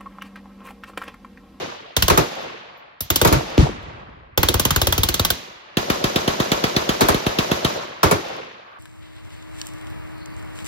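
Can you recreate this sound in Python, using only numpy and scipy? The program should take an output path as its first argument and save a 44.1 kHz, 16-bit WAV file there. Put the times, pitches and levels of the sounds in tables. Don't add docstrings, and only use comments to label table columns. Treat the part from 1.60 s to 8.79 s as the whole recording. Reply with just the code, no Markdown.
import sys
import numpy as np
from scipy import signal
from scipy.fft import rfft, irfft
from scipy.io import wavfile

SR = 44100
rng = np.random.default_rng(int(sys.argv[2]) if len(sys.argv) > 2 else 0)


def wrap_up_sound(samples):
    columns = np.atleast_2d(samples).T
    tamed = np.clip(columns, -1, 1)
    steps = np.round(tamed * 32767).astype(np.int16)
    wavfile.write(sys.argv[1], SR, steps)


N = 317070
SHOT_T = np.arange(SR // 4) / SR
WASH_T = np.arange(2 * SR) / SR

# freq_hz [Hz], relative level_db [dB]
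GRAVEL = [(50, -34.5), (180, -6), (380, 1.5), (1100, -2.5), (2000, -8), (4000, -11.5), (7000, -21.5),
          (14000, -39.5)]
# freq_hz [Hz], relative level_db [dB]
FOREST = [(40, -26.5), (250, -6), (550, 3), (800, 2), (1100, -0.5), (2000, -3.5), (3600, -2), (6500, -8),
          (9000, -18.5), (16000, -12.5)]


def from_db(db):
    return 10 ** (np.asarray(db) / 20)


def at_hz(points, hz):
    f, value = np.transpose(points)
    return np.interp(np.log(np.maximum(hz, 1)), np.log(f), value)


def bins(x):
    return np.arange(x.shape[-1] // 2 + 1) * SR / x.shape[-1]


def coloured(x, spectrum):
    gain = from_db(at_hz(spectrum, bins(x)))
    return irfft(rfft(x) * gain, x.shape[-1])


def noise(t, spectrum):
    # freq_hz [Hz], correlation [-1 to 1]
    likeness = [(60, 0.79), (200, 1), (500, 0.15), (1000, 0.2), (3000, 0.029), (16000, 0.093)]
    mid, side = rfft(rng.standard_normal((2, len(t))))
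    alike = np.clip(at_hz(likeness, bins(t)), -1, 1)
    ports = np.sqrt(1 + alike) * mid + np.sqrt(1 - alike) * side * [[1], [-1]]
    x = coloured(irfft(ports, len(t)), spectrum)
    return x / x.std()


def late(x, s):
    i = np.arange(len(x))
    return np.interp(i - s * SR, i, x, left=0)


def from_side(x, lead_ms):
    half_lead = np.pi * bins(x) * lead_ms / 1000
    return irfft(rfft(x) * np.exp(1j * half_lead * np.array([[1], [-1]])), len(x))


def add(out, s, x):
    i = round(s * SR)
    x = x[:, max(-i, 0):N - i]
    out[:, max(i, 0):max(i, 0) + x.shape[1]] += x


def uneven(x, depth_db, count):
    return coloured(x, np.c_[np.geomspace(250, 16000, count), depth_db * rng.standard_normal(count)])


def grainy(x, share):
    grain_db, grain_s = 4.5, .005
    steps = np.arange(0, WASH_T[-1], grain_s)
    gain = from_db(share * grain_db * rng.standard_normal(len(steps)))
    gain = np.interp(WASH_T, steps, gain)
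    return x * gain / np.sqrt(np.mean(gain ** 2))


def forest(spectrum, swell_s, swell_db):
    # freq_hz [Hz], t60_s [s]
    decay = [(60, 2.04), (300, 1.34), (1000, 1.995), (2500, 1.82), (4500, 0.81), (7000, 0.87), (14000, 0.3)]
    # after_shot_s [s], level_db [dB]
    tree_line = [(0, -4), (.12, -2), (.36, 3.5), (.72, 6), (1.6, 10.5)]
    clump_db = 4.2
    t = WASH_T
    returns, out = rfft(noise(t, spectrum)), 0
    centres = np.geomspace(50, 16000, 12)
    swell = np.exp(-((t - swell_s) / 0.11) ** 2)
    for hz, share in zip(centres, np.eye(len(centres))):
        band = irfft(returns * at_hz(np.c_[centres, share], bins(t)), len(t))
        clumps = np.interp(t, np.linspace(0, 2, 140), rng.standard_normal(140))
        trunks = at_hz([(100, 0.71), (550, 0.97), (3000, 0.3)], hz)
        fade_db = -60 * t / at_hz(decay, hz)
        echo_db = trunks * (clump_db * clumps + swell_db * swell)
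        out = out + grainy(band, trunks) * from_db(fade_db + echo_db)
    return out * from_db(np.interp(t, *np.transpose(tree_line)))


def earlier_shot():
    start_s, level_db = (-.17, -24.5)
    out = np.zeros((2, N))
    add(out, start_s, from_db(level_db) * forest(FOREST, swell_s=0.18, swell_db=14.0))
    return out


def far_rush():
    # time_s [s], level_db [dB]
    rise = [(6.6, -81), (6.95, -50.5), (7.15, -41)]
    # freq_hz [Hz], relative level_db [dB]
    colour = [(300, -29), (1200, 10), (1700, 5), (3500, -42.5)]
    out, start_s = np.zeros((2, N)), rise[0][0]
    level = from_db(np.interp(start_s + WASH_T, *np.transpose(rise)))
    add(out, start_s, level * grainy(noise(WASH_T, colour), share=.5))
    return out


def slaps(echoes):
    echo = np.pad(blast(hz=547, damping=0.1, edge_hz=920), (0, len(WASH_T) - len(SHOT_T)))
    return sum(from_db(db) * late(echo, s) for s, db in echoes)


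def cases(level_db):
    # start_s [s], relative level_db [dB]
    landings = [(0.8121, -52.5), (1.1744, -57.5)]
    # pitch_hz [Hz], level_db [dB], t60_s [s]
    modes = [(13500, -7.5, 0.071), (14900, 3, .12)]
    out, t = np.zeros((2, N)), SHOT_T
    for s, landing_db in landings:
        ring = 0
        for hz, db, t60 in modes:
            fade = from_db(db + rng.normal(0, 3) - 60 * t / t60)
            ring = ring + fade * np.sin(2 * np.pi * hz * rng.normal(1, .01) * t)
        add(out, s, from_db(level_db + landing_db) * ring[None])
    return out


def blast(hz, damping, edge_hz, order=2):
    turn = 2 * np.pi * hz * SHOT_T
    pulse = np.exp(-damping * turn) * (np.cos(turn) - damping * np.sin(turn))
    soften = signal.butter(order, min(edge_hz, SR / 3), fs=SR, output="sos")
    return signal.sosfilt(soften, pulse)


def puff(level_db, fade_s):
    # freq_hz [Hz], relative level_db [dB]
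    air = [(25, -13.5), (60, -1), (130, -1.5), (250, -11), (2000, -73.5)]
    t = SHOT_T
    shape = (1 - np.exp(-t / 0.00063)) * np.exp(-t / fade_s)
    return from_db(level_db) * noise(t, air) * shape * [[1], [-1]]


def booms(boom_db, boom_hz, damping, front_db, rumble_db, scatter_db, scatter_s):
    # start_s [s], relative boom level_db [dB], snap_db [dB]
    shots = [(1.7164, -8.5, -10), (1.9772, -2.5, 2)]
    # after_boom_s [s], pitch_hz [Hz], damping [ratio],
    # level_db against the boom [dB]
    echoes = [(0.015, 290.6, 0.047, -14.5), (0.041, 140, 0.089, -13)]
    rumble_colour = [(30, -18), (60, -1.5), (140, -6.5), (300, -4.5), (950, -7.5), (2500, -14.5),
                     (8000, -27.5), (16000, -64)]
    out, t = np.zeros((2, N)), SHOT_T
    front = blast(hz=274, damping=0.29, edge_hz=830)
    pulse = blast(boom_hz, damping, edge_hz=160) + from_db(front_db) * front
    pulse = from_side(from_db(boom_db) * pulse, lead_ms=0.029)
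    rumble = forest(rumble_colour, swell_s=0.016, swell_db=19.5)
    scatter_shape = (1 - np.exp(-t / 0.015)) * np.exp(-t / scatter_s)
    scatter = from_db(scatter_db) * noise(t, GRAVEL) * scatter_shape
    snap = from_side(blast(hz=2600, damping=0.25, edge_hz=4900), lead_ms=0.022)
    for s, level_db, snap_db in shots:
        add(out, s, from_db(level_db) * (pulse + scatter + puff(level_db=-11, fade_s=0.033)))
        for delay_s, hz, ring_damping, echo_db in echoes:
            echo = blast(hz, ring_damping, edge_hz=2 * hz)[None]
            add(out, s + delay_s, from_db(level_db + boom_db + echo_db) * echo)
        add(out, s, from_db(level_db + rumble_db) * rumble)
        add(out, s + 0.0027, from_db(snap_db) * snap)
    return out


def gun(shots, colour, crack_db, crack_s, thump_db, thump_hz, edge_hz, damping, thump_lag_s,
        scatter_db, scatter_s, wash, lead_ms, diffuse, echo_s, echo_db, puff_db, order=2, pan_db=0):
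    same_blast = .22
    out, t = np.zeros((2, N)), SHOT_T
    pulse = blast(thump_hz, damping, edge_hz, order)
    thump = from_side(pulse + from_db(echo_db) * late(pulse, echo_s), lead_ms)
    rise = 1 - np.exp(-(t / .0013) ** 2)
    crack_shape = rise / (1 + (t / crack_s) ** 2)
    scatter_shape = (1 - np.exp(-t / 0.0031)) * np.exp(-t / scatter_s)
    ground = noise(t, GRAVEL)
    diffuse = np.clip(diffuse, 0, 1)
    pan = from_db([[pan_db / 2], [-pan_db / 2]])

    def turbulence():
        direct = from_side(noise(t, colour)[0], lead_ms)
        return np.sqrt(1 - diffuse) * direct + np.sqrt(diffuse) * noise(t, colour)

    signature = turbulence()
    for s, level_db, low_db, body_db, bark_db in shots:
        gas = np.sqrt(same_blast) * signature + np.sqrt(1 - same_blast) * turbulence()
        crack = from_db(crack_db) * uneven(gas, depth_db=2.8, count=44) * crack_shape
        stones = (ground + noise(t, GRAVEL)) / np.sqrt(2)
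        scatter = from_db(scatter_db) * stones * scatter_shape
        tone = [(150, 0), (420, body_db), (1000, bark_db), (1400, bark_db), (3500, 0.031)]
        report = coloured(crack + scatter, tone) * pan
        add(out, s, from_db(level_db) * report)
        add(out, s + thump_lag_s, from_db(low_db + thump_db) * (thump + puff(puff_db, fade_s=0.022)))
        add(out, s, from_db(level_db) * wash)
    return out


def heavy_gun():
    # start_s [s], relative level_db [dB], thump_db [dB], bark_db (body too) [dB]
    rounds = [(0.4983, -8, 0.5, 6), (0.5736, -8, -2, 5.5), (1.6468, -9, 0.5, 8), (1.672, -10.5, -8.5, -8),
              (1.724, -10.5, -15, 6), (5.407, -7.5, -3, 4.5), (5.484, -8.5, -6.5, 5),
              (6.43, -6.5, -1.5, 6.5), (6.5103, -11, -2.5, 8)]
    # freq_hz [Hz], relative level_db [dB]
    colour = [(88, -24), (150, -9), (1050, -2.5), (2060, -14), (2360, -7.5), (2980, -27.5), (3490, -12),
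              (6260, -18), (16000, -20)]
    # after_shot_s [s], relative level_db [dB]
    trunk_echoes = [(.229, -10.5), (.284, -12)]
    shots = [(s, db, thump_db, bark_db, bark_db) for s, db, thump_db, bark_db in rounds]
    far_bank = forest(FOREST, swell_s=.28, swell_db=9)
    return gun(shots, colour, crack_db=-0.5, crack_s=0.0093,
               thump_db=0.5, thump_hz=113.8, edge_hz=440, damping=0.94, thump_lag_s=.0062,
               scatter_db=-4.5, scatter_s=0.042, wash=from_db(-18.5) * far_bank + slaps(trunk_echoes),
               lead_ms=-0.405, diffuse=0.87, pan_db=0.5, echo_s=0.01094, echo_db=-11, puff_db=-17.0)


def slow_gun():
    # start_s [s], relative level_db [dB]
    rounds = [(4.1691, -9), (4.299, -8.5), (4.4396, -8.5), (4.558, -9), (4.6761, -8.5), (4.799, -9),
              (4.9162, -8), (5.038, -9), (5.163, -8.5), (5.2897, -9), (5.4172, -13), (5.543, -13),
              (5.664, -11.5), (5.7856, -8), (5.9134, -9.5), (6.046, -8.5)]
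    # freq_hz [Hz], relative level_db [dB]
    colour = [(350, -52), (600, 0.5), (2650, 1.5), (3530, 6), (4520, -2), (6460, -10), (13900, -18),
              (16000, -7)]
    # after_shot_s [s], relative level_db [dB]
    trunk_echoes = [(.2035, -9), (.261, -11.5)]
    low_db, body_db, bark_db = -14, 0, 5.5
    shots = [(s, db, low_db, body_db, bark_db) for s, db in rounds]
    trees = forest(FOREST, swell_s=0.12, swell_db=15.0)
    return gun(shots, colour, crack_db=-2, crack_s=0.0061,
               thump_db=20.5, thump_hz=233.6, edge_hz=460, damping=0.99, thump_lag_s=-.0016,
               scatter_db=-10.0, scatter_s=0.04, wash=from_db(-18.0) * trees + slaps(trunk_echoes),
               lead_ms=0.298, diffuse=0.25, echo_s=0.01524, echo_db=-22, puff_db=-36.5, order=6)


def thin_snap(fade_s):
    start_s, level_db = (1.4053, -19)
    out, t = np.zeros((2, N)), SHOT_T
    spit = noise(t, [(7000, -30), (12000, -10.0)]) * np.minimum(t / .002, 1) * np.exp(-t / fade_s)
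    add(out, start_s, from_db(level_db) * spit)
    return out


def fast_gun():
    # start_s [s], relative level_db [dB], thump_db [dB], body_db [dB], bark_db [dB]
    rounds = [(.3649, -0.5, -20.5, -8.5, -2), (.4226, 0.5, -17.5, -13.5, -3.5), (.4803, 0.5, -25, -3.5, 1),
              (1.4053, -10, -34.5, -17, -12), (1.5013, -0.5, -22.5, -5.5, -2.5),
              (1.5575, 0.5, -33, -13, -9), (1.6136, -0.5, -19.5, 4, 1.5), (2.7746, -1, -19, 0.5, -1),
              (2.83, 0, -23, -4, 0.5), (2.8852, -0.5, -23.5, 1, -5), (2.9404, -4.5, -19.5, 0.5, 2),
              (2.9954, -0.5, -23.5, -10, -6.5), (3.0504, -2, -22.5, -2.5, -0.5),
              (3.1052, -2, -21.5, -12.5, 2), (3.16, -3, -19, -2, 0.5), (3.2146, -1.5, -21.5, -2.5, -3.5),
              (3.2692, -3, -18.5, 1, -2), (3.3236, -1.5, -26.5, -6, -0.5), (3.378, -3.5, -18, -3, -4),
              (3.4322, -1.5, -23.5, -9, -5), (3.4864, -3, -25, -7, -2), (3.5404, -2, -35.5, -12, -8),
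              (3.5944, -3.5, -21.5, -3.5, -0.5), (3.6482, -2, -29.5, -14.5, -3),
              (3.702, -1.5, -31.5, -8, -6)]
    # freq_hz [Hz], relative level_db [dB]
    colour = [(120, -24.5), (330, 2.5), (1100, 1.5), (1500, 0.5), (2300, -11), (3200, -2), (4860, -10.5),
              (8900, -14.5), (13800, -13.5), (16000, -6.5)]
    trees = forest(FOREST, swell_s=0.36, swell_db=-20.5)
    return gun(rounds, colour, crack_db=-0.5, crack_s=0.0049,
               thump_db=10.5, thump_hz=71.4, edge_hz=154, damping=0.5, thump_lag_s=0.0009,
               scatter_db=-17.5, scatter_s=0.048, wash=from_db(-29.0) * trees,
               lead_ms=0.214, diffuse=0.39, echo_s=0.0316, echo_db=-13.0, puff_db=-12.5)


def shaded(x):
    from_left = [(400, -0.5), (800, 2), (1200, 2), (1650, -1), (3500, -2), (7000, 0.1)]
    half_db = at_hz(from_left, bins(x)) * np.array([[.5], [-.5]])
    return irfft(rfft(x) * from_db(half_db), N)


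def scene():
    background = earlier_shot() + far_rush()
    deep = booms(boom_db=8.5, boom_hz=74.8, damping=0.55, front_db=0.5, rumble_db=-26.0,
                 scatter_db=-10, scatter_s=0.045)
    on_the_left = shaded(slow_gun() + fast_gun())
    return background + cases(level_db=-4) + deep + heavy_gun() + on_the_left + thin_snap(fade_s=0.015)


def bass_lag(x, lowest_hz, q):
    for hz in lowest_hz * 2. ** np.arange(6):
        a = signal.iirpeak(hz, q, fs=SR)[1]
        x = signal.lfilter(a[::-1], a, x)
    return x


def mount(x):
    rings = [(353, 3), (468, 2.5), (815, -3), (1134, 2.5)]
    ringing = 0
    for hz, db in rings:
        b, a = signal.iirpeak(hz, 23, fs=SR)
        ringing = ringing + (from_db(db) - 1) * signal.lfilter(b, a, x)
    return x + ringing


def record(dry):
    # freq_hz [Hz], level_db [dB]
    mic_sum = [(60, 6.5), (150, 5.5), (215, 2), (310, -0.5), (700, -6.5), (1500, -6), (6500, 1), (7800, -4),
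               (9000, -26), (10800, 1.5), (13500, 4.5), (16000, -8)]
    # freq_hz [Hz], level_db [dB]
    mic_difference = [(30, -3), (200, -2), (700, -1.5), (1500, -3.5), (4500, -2), (8500, 6), (10500, 9.5),
                      (13000, -16)]
    left = bass_lag(dry[0], lowest_hz=45.3, q=0.43)
    right = bass_lag(dry[1], lowest_hz=53.77, q=0.49)
    shared = coloured((left + right) / 2, mic_sum)
    difference = coloured((left - right) / 2, mic_difference)
    heard = mount(shared + difference * [[1], [-1]])
    heard = signal.sosfilt(signal.butter(2, 42, "high", fs=SR, output="sos"), heard)
    ceiling = .85
    rounded = heard / (1 + (heard / ceiling) ** 4) ** (1 / 4)
    return signal.sosfilt(signal.ellip(10, .3, 70, 16000, fs=SR, output="sos"), rounded)


dry = scene()
out = record(dry)
wrap_up_sound(out)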